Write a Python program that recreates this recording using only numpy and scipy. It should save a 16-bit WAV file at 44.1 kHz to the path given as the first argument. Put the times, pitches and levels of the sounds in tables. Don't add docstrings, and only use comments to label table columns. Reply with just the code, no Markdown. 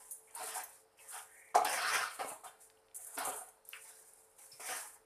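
import sys
import numpy as np
from scipy import signal
from scipy.fft import rfft, irfft, next_fast_len
from scipy.io import wavfile

SR = 44100
rng = np.random.default_rng(int(sys.argv[2]) if len(sys.argv) > 2 else 0)


def dump_mix(stems):
    frames = np.atleast_2d(stems).T
    limited = np.clip(frames, -1, 1)
    pcm = np.round(limited * 32767).astype(np.int16)
    wavfile.write(sys.argv[1], SR, pcm)


N = 222693

# pitch_hz, level_db
AIR_SPECTRUM = [(19, -22), (33, -1.5), (49, -13), (226, -13), (385, -6.5), (436, -6), (654, -5),
                (822, -1.5), (1060, -8), (4050, -26), (6230, -49.5), (9340, -33), (14000, -25)]
AIR_RMS_DB = -73.5
# pitch_hz, level_db (centre of its wavering)
FAN_PARTIALS = [(96.9, -91), (441.4, -75), (538.3, -76)]
# time_s, level_db
FRYING_LEVEL = [(0, -58), (.1, -56), (.125, -53), (.22, -68), (.34, -61), (.69, -58.5), (.8, -60.5),
                (.87, -87), (1.0, -67.5), (1.097, -47), (1.27, -63.5), (1.5, -68.5), (1.54, -78),
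                (2.06, -58), (2.27, -57), (2.43, -77.5), (2.94, -78), (3.3, -55), (3.52, -77), (3.6, -118),
                (3.72, -76), (3.8, -67), (4.35, -72), (4.8, -44), (4.955, -60), (5.03, -91)]
# pitch_hz, level_db
SIZZLE_SPECTRUM = [(3410, -25.5), (5800, -20), (6500, -7.5), (8920, 2), (9480, 3.5), (13500, -10),
                   (14400, 0.5)]
# start_s, level_db (relative), centre_hz, width (ratio)
FAT_AND_METAL_TICKS = [(0.3094, -42, 8450, 1.2), (0.3495, -49, 8950, 3.6), (1.4894, -55, 2680, 1.7),
                       (1.5512, -28, 5400, 0.83), (1.6478, -23, 7000, 2.5), (2.7, -45, 2850, 2),
                       (2.7726, -56.5, 2920, 0.99), (2.8843, -51, 2840, 1.5), (2.913, -53.5, 2910, 1.4),
                       (2.9472, -32, 9300, 0.83), (3.0473, -31, 9500, 0.71), (3.648, -66, 9000, 0.98),
                       (3.6895, -25.5, 12460, 1.22), (3.7322, -29, 2510, 1.18), (4.135, -41, 9900, 0.82),
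                       (4.3834, -64, 8700, 2.2), (4.52, -49, 5230, 1.6)]
# start_s, level_db (relative), strongest_ring_hz, chatter_t60_s,
# damping by the wrist (factor; below 1 acts as 1)
BANGLE_TOUCHES = [(0.11, -28, 10800, 0.058, 0.65), (0.1176, -38, 10300, 0.024, 0.67),
                  (0.35, -29.5, 10500, 0.018, 0.86), (0.6357, -32.5, 10100, 0.021, 0.78),
                  (1.0375, -50, 8700, 0.03, 1.3), (1.5518, -21.5, 5840, 0.19, 14),
                  (1.6467, -24, 9500, 0.038, 2.2), (2.2833, -40, 9900, 0.015, 1.1),
                  (2.443, -47, 9400, 0.029, 0.8), (2.5894, -60, 9240, 0.01, 1.6),
                  (2.9472, -51, 9000, 0.025, 1.1), (2.9617, -29.5, 10200, 0.059, 0.58),
                  (3.0472, -36, 9700, 0.021, 2), (3.0677, -34.5, 9700, 0.03, 1.16),
                  (3.1844, -25, 11300, 0.094, 1.4), (3.2506, -26.5, 9500, 0.021, 2),
                  (3.3588, -33.5, 9500, 0.2, 1.2), (3.487, -42.5, 9100, 0.01, 1),
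                  (3.6514, -43.5, 8450, 0.03, 3.4), (4.596, -47, 9700, 0.033, 1.6)]
# pitch_hz, level_db, t60_s (undamped)
BANGLE_MODES = [(6350, -9, .1), (6713, -8, .06), (7300, -8, .08), (8027, -6, .1), (8775, 0, .12),
                (9300, -3, .1), (9900, -3, .08), (10240, -2, .12), (10850, -4, .08), (11400, -7, .06),
                (12030, -5, .06), (12300, -7, .08), (13100, -8, .08), (14000, -10, .08)]
# start_s, level_db (relative), centre_hz, chatter_t60_s, width (ratio)
LADLE_KNOCKS = [(0.0, -58, 940, 0.24, 0.82), (0.274, -63, 2230, 0.038, 0.87),
                (0.36, -43.5, 980, 0.053, 0.92), (0.556, -36.5, 860, 0.079, 1.14),
                (0.99, -54.5, 2790, 0.084, 1.12), (1.139, -47, 900, 0.37, 1.18),
                (1.551, -18, 737, 0.025, 1.08), (1.554, -28.5, 460, 0.065, 1.21),
                (1.647, -27.5, 740, 0.21, 1.4), (1.847, -28, 1400, 0.019, 1.23),
                (1.951, -38, 1820, 0.17, 1.26), (2.03, -30.5, 1340, 0.12, 1.18),
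                (2.192, -46.5, 704, 0.27, 6.3), (2.246, -34, 910, 0.027, 9.1),
                (2.301, -49, 2800, 0.04, 0.82), (2.316, -39.5, 666, 0.037, 4.1),
                (2.435, -47, 990, 0.13, 1.2), (2.469, -52, 3300, 0.092, 0.74),
                (3.165, -49, 305, 0.14, 1.12), (3.178, -40, 1630, 0.13, 1.17),
                (3.254, -55, 1300, 0.03, 0.86), (3.3, -44.5, 438, 0.29, 1.08),
                (3.733, -41.5, 2480, 0.18, 0.96), (4.389, -73, 2720, 0.05, 1.3),
                (4.517, -48.5, 5100, 0.082, 0.94), (4.531, -62, 110, 0.021, 1.3),
                (4.597, -46.5, 810, 0.15, 2.6), (4.694, -53, 710, 0.056, 0.97)]
# pitch_hz, level_db, t60_s (undamped)
POT_MODES = [(285, -17, .15), (307, -17, .2), (433, -9, .2), (483, -10, .2), (560, -13, .12),
             (637, -11, .15), (717, -3, .18), (754, -2, .18), (785, -5, .15), (833, -2, .18),
             (925, -7, .15), (1000, -9, .15), (1075, -9, .12), (1218, -6, .13), (1295, -11, .13),
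             (1410, -10, .12), (1485, -14, .12), (1600, -14, .12), (1810, -13, .12), (2035, -16, .1),
             (2180, -14, .1), (2355, -14, .1), (2585, -17, .1), (2790, -18, .1), (3140, -17, .08),
             (3540, -22, .08), (3970, -20, .08), (4800, -24, .06), (5280, -21, .06)]
# pitch_hz, level_db
RUMBLE_SPECTRUM = [(59, -23.5), (100, -15.5), (172, -28.5), (282, -8), (372, -24), (430, 4.5), (542, -1.5),
                   (824, 12), (1400, -17), (1820, -32.5), (3080, -120)]
LOW_GROUP_CENTRES = 300, 400, 530, 700, 920
# rumble_db, grit_db, sizzle_db (stirred up)
LADLE_STROKES = [ (0.0, .001, 0.0043, -69.5, -0.5, 0.84, 1400, 1700, .8, -5, -2.5, 7),
                 (0.27, 0.019, 0.027, -69, 0, .3, 1990, 1900, .8, -4, -16, -5),
                 (0.342, 0.036, .2, -51, 3, 0.34, 1330, 1600, 1, 1, -5.5, 3),
                 (0.68, .02, 0.086, -72.5, 1, 0.2, 1420, 1480, 1, -3, -1, -6),
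                 (0.968, 0.011, 0.18, -69, 6.5, .2, 2480, 1560, 1, -1, -5, 4),
                 (1.095, 0.033, 0.06, -52.5, 3.5, .24, 1400, 1590, 1, -6, -10, -2.5),
                 (1.258, 0.11, 0.15, -59, -5.5, 0.15, 1880, 2150, 0.04, -15, -26, -8),
                 (1.544, 0.0061, 0.011, -31, 1, 0.29, 1226, 1225, 0.18, 2, -19, -14.5),
                 (1.648, 0.0012, 0.12, -35.5, -4.5, 0.14, 1400, 1960, 1.0, -1.5, -6.5, -1),
                 (1.745, 0.038, 0.11, -39, 7.5, .2, 1360, 1450, 0.8, -7, -7.5, -8.5),
                 (1.886, 0.063, 0.095, -30.5, -9, 0.41, 1800, 1350, 1.0, -6, -9, -9),
                 (2.188, 0.0051, 0.018, -42, 0, 0.23, 1300, 1310, 1, 3, -11, -11.5),
                 (2.238, 0.044, 0.021, -53.5, -0.5, 0.33, 1200, 1244, .6, 9, -10.5, 6),
                 (2.437, .006, 0.039, -51.5, -4.5, 0.23, 1300, 1490, .3, 3.5, -13, -0.5),
                 (2.593, 0.02, 0.013, -72.5, 0, 0.36, 1660, 1890, .6, -1, 0.5, 15.5),
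                 (2.945, 0.0022, 0.094, -69, -1, 0.12, 2000, 2157, 0.6, -1.5, -15, 20.5),
                 (3.022, 0.045, 0.096, -67, 5.5, .15, 1500, 1410, .8, 2, -10, 12.5),
                 (3.169, 0.011, 0.039, -41.5, -1.5, 0.26, 1380, 1300, 1, 1, -7, -5.5),
                 (3.233, 0.028, 0.082, -41.5, -8, .45, 1240, 1330, 0.4, 4.5, -17.5, 3.5),
                 (3.649, 0.066, 0.012, -72, 3.5, 0.6, 1500, 2100, 0.4, -11.5, 4, 14.5),
                 (3.729, .006, 0.04, -49, -7, 0.085, 1510, 1500, 0.5, -30, -26, -11),
                 (3.789, 0.098, 0.013, -63.5, -2.5, 1, 2000, 1690, .6, -0.5, 0, 12),
                 (4.095, 0.1, 0.0067, -81.5, -3.5, 0.56, 1570, 1550, 1, -12, 0, 21),
                 (4.379, 0.01, 0.075, -68.5, -0.5, 0.16, 2600, 1530, 1, -2, -0.5, 13.5),
                 (4.501, 0.039, .01, -66, -1, .35, 2640, 2400, 1, -3, 0.5, 1),
                 (4.595, 0.0071, .075, -52.5, 5.5, 0.11, 2210, 2250, 1, -1.5, -4, 1),
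                 (4.68, 0.0093, 0.07, -42, -1.5, 0.38, 1913, 1670, 1.0, -2, -5.5, -3), ]
# pitch_hz, level_db
SIDE_SPECTRUM = [(3000, -68.5), (4500, -51.5), (7000, -6.5), (15500, -41.5)]

RISE_FROM_DB = -13
REST_DB, REST_HZ, REST_SKIRT = (-95, -82, -84), 1414, 1
DEEPEN_FROM_DB, DEEPEN_RATE = -44.5, 0.3
LONGEST_RING_S = .2
KITCHEN_T60_S, KITCHEN_DB = 0.37, -9.5
MIC_TOP_HZ, CUTOFF_HZ = 14350, 15600


def from_db(db):
    return 10 ** (np.asarray(db) / 20)


def rms_one(x):
    return x / np.sqrt(np.mean(x ** 2) + 1e-20)


def colour(x, spectrum):
    hz, db = np.transpose([(5, -90), *spectrum, (SR / 2, -70)])
    size = next_fast_len(N)
    log_grid = np.log(np.arange(size // 2 + 1) * SR / size + 1)
    gain = from_db(np.interp(log_grid, np.log(hz), db))
    return irfft(rfft(x, size) * gain, size)[:N]


def band(x, hz, spread):
    spread = max(spread, 1.1)
    edges = [hz / spread, min(hz * spread, .45 * SR)]
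    return signal.sosfilt(signal.butter(2, edges, "band", fs=SR, output="sos"), x)


def drift(rate_hz):
    r = np.exp(-2 * np.pi * rate_hz / SR)
    wander = signal.lfilter([1], [1, -2 * r, r * r], rng.standard_normal(N + SR))
    return rms_one(wander[SR:])


def ring(force, modes, damping=1.0, spread_db=0.0):
    t = np.arange(SR // 4) / SR
    favour = rng.standard_normal(len(modes)) * spread_db
    body = np.zeros(len(t))
    for (hz, db, t60), own_db in zip(modes, favour):
        fade_db = -60 * t * damping / min(t60, LONGEST_RING_S)
        body += from_db(db + own_db + fade_db) * np.sin(2 * np.pi * hz * t)
    return signal.fftconvolve(force, body)


def grains(per_s, uneven_db):
    sizes = from_db(uneven_db * np.minimum(rng.exponential(1, N), 4)) * rng.choice([-1, 1], N)
    return rms_one(sizes * (rng.random(N) < per_s / SR))


def chatter(t60, per_s):
    t = np.arange(SR // 10) / SR
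    rebounds = rng.standard_normal(len(t)) * (rng.random(len(t)) < per_s / SR)
    force = rebounds * from_db(-60 * t / max(t60, .002))
    force[0] = 1.45
    return force


def add(out, start_s, peak_db, sound):
    part = out[round(start_s * SR):][:len(sound)]
    part += from_db(peak_db) * sound[:len(part)] / np.abs(sound).max()


def background():
    t = np.arange(N) / SR
    hum = np.zeros(N)
    for hz, db in FAN_PARTIALS:
        hum += from_db(db + 3.3 * drift(7)) * np.sin(2 * np.pi * hz * t + 0.2 * drift(13.0))
    air = rms_one(colour(rng.standard_normal(N), AIR_SPECTRUM))
    return hum + from_db(AIR_RMS_DB) * air


def kitchen(x):
    t = np.arange(SR // 2) / SR
    tail = rng.standard_normal(len(t)) * from_db(-60 * t / KITCHEN_T60_S) * (t > .006)
    return signal.fftconvolve(x, tail / np.linalg.norm(tail))[:N]


def sizzle(level_db):
    bursts = rms_one(colour(grains(9000, 0.83), SIZZLE_SPECTRUM))
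    return from_db(level_db + 2.54 * drift(21)) * bursts


def ticks():
    out = np.zeros(N)
    for start_s, level_db, hz, spread in FAT_AND_METAL_TICKS:
        add(out, start_s, level_db - 4, band(chatter(.014, 9000), hz, spread))
    return out


def jingles():
    out = np.zeros(N)
    for start_s, level_db, hz, t60, damping in BANGLE_TOUCHES:
        force = chatter(t60, 1000)
        sound = band(ring(force, BANGLE_MODES, max(damping, 1), 3.0), hz, 1.4)
        sound[:len(force)] += 1.1 * band(force, 14000, 3.5)
        add(out, start_s, level_db, sound)
    return out


def knocks():
    out = np.zeros(N)
    for start_s, level_db, hz, t60, spread in LADLE_KNOCKS:
        rung = ring(chatter(t60, 1500), POT_MODES, 1.1, 3.0)
        add(out, start_s, level_db + 3, band(rung, hz, spread))
    return out


def strokes():
    t = np.arange(0, N + 32, 32) / SR
    rest = from_db(REST_DB) ** 2
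    frying = from_db(np.interp(t, *np.transpose(FRYING_LEVEL))) ** 2
    power = np.outer([*rest, 0], np.ones_like(t)) + np.outer([0, 0, 0, 1], frying)
    pitch, broad = rest[1] * np.log(REST_HZ), rest[1] * REST_SKIRT
    for (start_s, rise, hold, rasp_db, swell_db, t60, from_hz, to_hz, skirt,
         rumble_db, grit_db, sizzle_db) in LADLE_STROKES:
        turns = start_s + np.cumsum([0, max(rise, 1e-3), max(hold, 1e-3), 2 * max(t60, .02)])
        shape_db = np.interp(t, turns, [RISE_FROM_DB, 0, swell_db, swell_db - 120])
        own = (t >= start_s) * from_db(rasp_db + shape_db) ** 2
        power += np.outer(from_db([rumble_db, 0, grit_db, sizzle_db]) ** 2, own)
        pitch = pitch + own * np.interp(t, turns[1:3], np.log([from_hz, to_hz]))
        broad = broad + own * skirt
    rumble_db, rasp_db, grit_db, sizzle_db = 10 * np.log10(power)
    rasp_hz = np.exp(pitch / power[1])
    controls = rumble_db, rasp_db, rasp_hz, broad / power[1], grit_db, sizzle_db
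    return [np.interp(np.arange(N) / SR, t, c) for c in controls]


def glide(pot, slips, centres, peak_hz, skirt, ringing):
    out, power = np.zeros(N), np.zeros(N)
    for hz in centres:
        octaves = np.log2(hz / peak_hz)
        peak = from_db(-9 * (octaves / .22) ** 2)
        near = peak + np.clip(skirt, 0, 1) * from_db(3 - 4 * np.abs(octaves))
        near *= from_db(2.5 * drift(9))
        rung = rms_one(band(pot, hz, 1.1))
        rough = rms_one(band(rng.permutation(slips), hz, 1.1))
        out += near * rms_one(band(ringing * rung + rough, hz, 1.1))
        power += near ** 2
    return rms_one(out / np.sqrt(power))


def scrape(rumble_db, rasp_db, rasp_hz, skirt, grit_db):
    slips = grains(4000, 1.4) * from_db(3.3 * drift(28))
    pot = ring(slips, POT_MODES, 2.5)[:N]
    crowd = rms_one(colour(slips, RUMBLE_SPECTRUM))
    low = pot * from_db(-5.5) + 2.72 * np.std(pot) * crowd
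    depth = DEEPEN_RATE * np.clip(rumble_db - DEEPEN_FROM_DB, -8, 8)
    body = .6 * band(low, 120, 2.2)
    for hz in LOW_GROUP_CENTRES:
        body += from_db(2.5 * drift(8) + depth * np.log2(800 / hz)) * band(low, hz, 1.15)
    rasp = glide(pot, slips, np.geomspace(1080, 3350, num=9), rasp_hz, skirt, 1.2)
    grit_hz = np.clip(3.4 * rasp_hz, 3600, 6000)
    grit = glide(pot, slips, np.geomspace(3700, 6000, num=4), grit_hz, .5, .5)
    return from_db(rumble_db) * rms_one(body) + from_db(rasp_db) * rasp + from_db(grit_db) * grit


def scene():
    *edge, sizzle_db = strokes()
    direct = scrape(*edge) + sizzle(sizzle_db) + knocks() + jingles() + ticks()
    thinned = signal.sosfilt(signal.butter(1, 200, "high", fs=SR, output="sos"), direct)
    direct = 0.22 * direct + 0.54 * thinned
    mid = direct + from_db(KITCHEN_DB) * kitchen(direct) + background()
    t = np.arange(SR // 20) / SR
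    smear = rng.standard_normal(len(t)) * from_db(-60 * t / .06)
    smeared = signal.fftconvolve(mid, smear / np.linalg.norm(smear))[:N]
    side = colour(smeared, SIDE_SPECTRUM)
    return np.array([mid + side, mid - side])


def record(dry):
    rolled = signal.sosfilt(signal.cheby2(10, 26, MIC_TOP_HZ + 150, fs=SR, output="sos"), dry)
    return signal.sosfilt(signal.cheby2(12, 70, CUTOFF_HZ, fs=SR, output="sos"), rolled)


dry = scene()
out = record(dry)
dump_mix(out)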